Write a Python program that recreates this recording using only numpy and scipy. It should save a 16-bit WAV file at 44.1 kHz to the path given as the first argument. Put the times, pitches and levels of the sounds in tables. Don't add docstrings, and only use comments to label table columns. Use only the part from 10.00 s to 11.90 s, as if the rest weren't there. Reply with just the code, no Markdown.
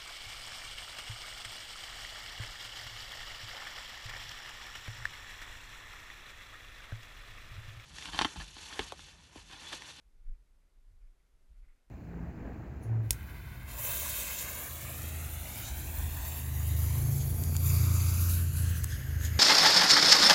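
import sys
import numpy as np
from scipy import signal
from scipy.fft import rfft, irfft
from scipy.io import wavfile

SR = 44100
rng = np.random.default_rng(int(sys.argv[2]) if len(sys.argv) > 2 else 0)


def put_to_file(sound):
    columns = np.atleast_2d(sound).T
    safe = np.clip(columns, -1, 1)
    whole_steps = np.round(safe * 32767)
    wavfile.write(sys.argv[1], SR, whole_steps.astype(np.int16))


N = 83790


def undb(db):
    return 10 ** (np.asarray(db) / 20)


def unit_rms(x):
    return x / np.sqrt(np.mean(x ** 2))


def colour(x, spectrum):
    hz, db = np.array(spectrum).T
    bins_hz = np.maximum(np.fft.rfftfreq(N, 1 / SR), 1)
    gain = undb(np.interp(np.log(bins_hz), np.log(hz), db))
    return unit_rms(irfft(rfft(x) * gain, N))


def noise(spectrum):
    return colour(rng.standard_normal(N), spectrum)


def drift(hz):
    return noise([(hz / 2, 0), (hz, -20), (2 * hz, -100)])


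def impulses(per_s, spread_db):
    occurs = rng.random(N) < per_s / SR
    return occurs * rng.choice([-1, 1], N) * undb(spread_db * rng.standard_normal(N))


def swells(t, rows):
    return np.sqrt(sum(undb(db) ** 2 * np.exp(-(2 * (t - at) / length) ** 2) for at, length, db in rows))


def distant_air(t):
    # (frequency [Hz], relative density [dB])
    spectrum = [(30, -6), (100, 0), (200, 0), (300, -0.5), (420, -3.5), (650, -8), (1100, -13),
                (2000, -22.5), (5000, -40)]
    # (time [s], relative level [dB])
    swell = [(0, -2), (.2, 1), (.32, 1), (.44, -0.5), (.54, 1.5), (.63, 1.5), (.93, -1), (1.06, 0),
             (1.17, 1.5), (1.29, -1), (1.37, 3), (1.48, 1.5), (1.6, 1.5), (1.65, 1.5), (1.71, 3), (1.8, -1),
             (1.9, 0)]
    swell_db = np.interp(t, *np.array(swell).T)
    return noise(spectrum) * undb(-83 + swell_db)


def microphone_hiss():
    # (frequency [Hz], relative density [dB])
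    spectrum = [(100, 0.5), (1000, 2), (2500, -0.5), (4000, -2.5), (6300, -4), (9000, -5.5), (11000, -5.5),
                (13000, -7)]
    return noise(spectrum) * undb(-82)


def turbulence(spectrum, steadiness):
    analytic = signal.hilbert(noise(spectrum))
    envelope = np.sqrt(np.abs(analytic) ** 2 + 0.1)
    return unit_rms(analytic.real / envelope ** steadiness)


def breeze():
    # (frequency [Hz], relative density [dB])
    spectrum = [(10, -15.5), (26, 2.5), (45, -3.5), (65, -8.5), (90, -25), (200, -54.5), (800, -120)]
    return turbulence(spectrum, steadiness=0.6) * undb(-69.5)


def buffeting(rate_hz, waver=0.14, bend_rad=0.12):
    wavering_hz = rate_hz * (1 + waver * drift(hz=60))
    phase = 2 * np.pi * (rng.random() + np.cumsum(wavering_hz) / SR)
    return np.sqrt(2) * np.sin(phase - bend_rad * np.sin(2 * phase))


def gusts(t):
    # (centre time [s], duration [s], relative buffeting level [dB],
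    # buffeting rate [Hz], relative eddy level [dB])
    puffs = [(0.065, 0.0353, -60.5, 49.3, -71.5), (0.164, 0.081, -55.5, 26.1, -77),
             (0.219, 0.0517, -52.5, 31.56, -76.5), (0.3, 0.0557, -33, 27, -57.5),
             (0.412, .05, -56.5, 43, -85), (0.527, 0.1105, -61, 23, -73.5), (0.653, 0.062, -60, 25.8, -79),
             (0.783, 0.0468, -56, 27.9, -92), (0.879, 0.0644, -52.5, 29.1, -82.5),
             (0.937, 0.0533, -63, 75.3, -80.5), (0.975, 0.0406, -53, 22, -80.5),
             (1.028, 0.0473, -57, 50, -80.5), (1.065, 0.0734, -48.5, 28.6, -82),
             (1.131, 0.0187, -66, 43.7, -83), (1.23, .09, -68, 24, -79), (1.348, 0.0458, -61, 32.2, -76),
             (1.464, 0.114, -57, 20.07, -78.5), (1.517, 0.0287, -50.5, 42.1, -77.5),
             (1.605, 0.0692, -48, 33, -73.5), (1.644, .04, -61, 47, -80), (1.696, .06, -51.5, 19.72, -80.5),
             (1.878, 0.0244, -63, 32, -77.5)]
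    # (frequency [Hz], relative density [dB])
    eddy_spectrum = [(40, -15), (60, 0.5), (82, -8), (108, -9), (160, -15.5), (250, -34), (600, -62),
                     (2000, -120)]
    buffet_db, eddy_db, eddy_span = -1, -2, 0.75
    buffets = sum(buffeting(hz) * swells(t, [(at, length, db)]) for at, length, db, hz, _ in puffs)
    shedding = swells(t, [(at, length * eddy_span, db) for at, length, _, _, db in puffs])
    eddies = turbulence(eddy_spectrum, steadiness=0.88) * shedding
    return buffets * undb(buffet_db) + eddies * undb(eddy_db)


def housing_friction(t, force, tilt_db):
    # (frequency [Hz], bandwidth [Hz], relative level [dB])
    modes = [(1436, 170, -3.5), (1678.3, 150, -6.5), (1999, 260, -1), (2179, 200, -1), (2429.3, 240, -7)]
    age = t[:N // 32]
    ring = np.zeros_like(age)
    for k, (hz, bandwidth, db) in enumerate(modes):
        amplitude = (-1) ** k * undb(db + tilt_db * np.log2(hz)) * np.sqrt(bandwidth)
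        ring += amplitude * np.exp(-np.pi * bandwidth * age) * np.sin(2 * np.pi * hz * age)
    slips = unit_rms(impulses(per_s=3000, spread_db=2))
    return signal.oaconvolve(slips * force, ring / np.linalg.norm(ring))[:N]


def handling(t):
    # (centre time [s], duration [s], relative level [dB], brightness [dB/octave])
    rubs = [(0.264, 0.0156, -81.5, 8), (0.293, 0.014, -77.5, -3), (0.346, 0.0204, -81.5, 13.5),
            (0.471, 0.0163, -85.5, 15.5), (0.622, 0.0158, -81, 1), (1.024, 0.0228, -81.5, 6.5),
            (1.071, 0.0166, -81.5, 15.5), (1.2, 0.0163, -81, 15.5), (1.257, 0.0454, -86.5, -2.5),
            (1.561, 0.037, -83, -1.5), (1.647, 0.0288, -77.5, 3.5), (1.694, 0.0282, -76, 0),
            (1.725, 0.0144, -76.5, 2), (1.772, .05, -85.5, 2)]
    grip_db, rub_db = -92.5, -1.5
    sound = housing_friction(t, undb(grip_db), tilt_db=-3)
    for at, length, db, tilt_db in rubs:
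        force = swells(t, [(at, length, db + rub_db)])
        sound += housing_friction(t, force, tilt_db)
    return sound


def grass(t):
    # (frequency [Hz], relative density [dB])
    spectrum = [(1200, -28), (3200, 1), (5000, -5.5), (9000, -8), (13000, -8)]
    # (centre time [s], duration [s], level [dB])
    swishes = [(1.437, 0.072, -90.5), (1.515, 0.059, -87), (1.587, .03, -83), (1.683, 0.098, -90)]
    ticks = impulses(per_s=2700, spread_db=3)
    return colour(ticks, spectrum) * swells(t, swishes)


def scene():
    t = np.arange(N) / SR
    return (distant_air(t) + microphone_hiss() + breeze() + gusts(t) + handling(t) + grass(t))[None]


def record(dry):
    cutoff_hz = 12850
    return signal.sosfilt(signal.ellip(10, .2, 70, cutoff_hz, fs=SR, output="sos"), dry)


dry = scene()
out = record(dry)
put_to_file(out)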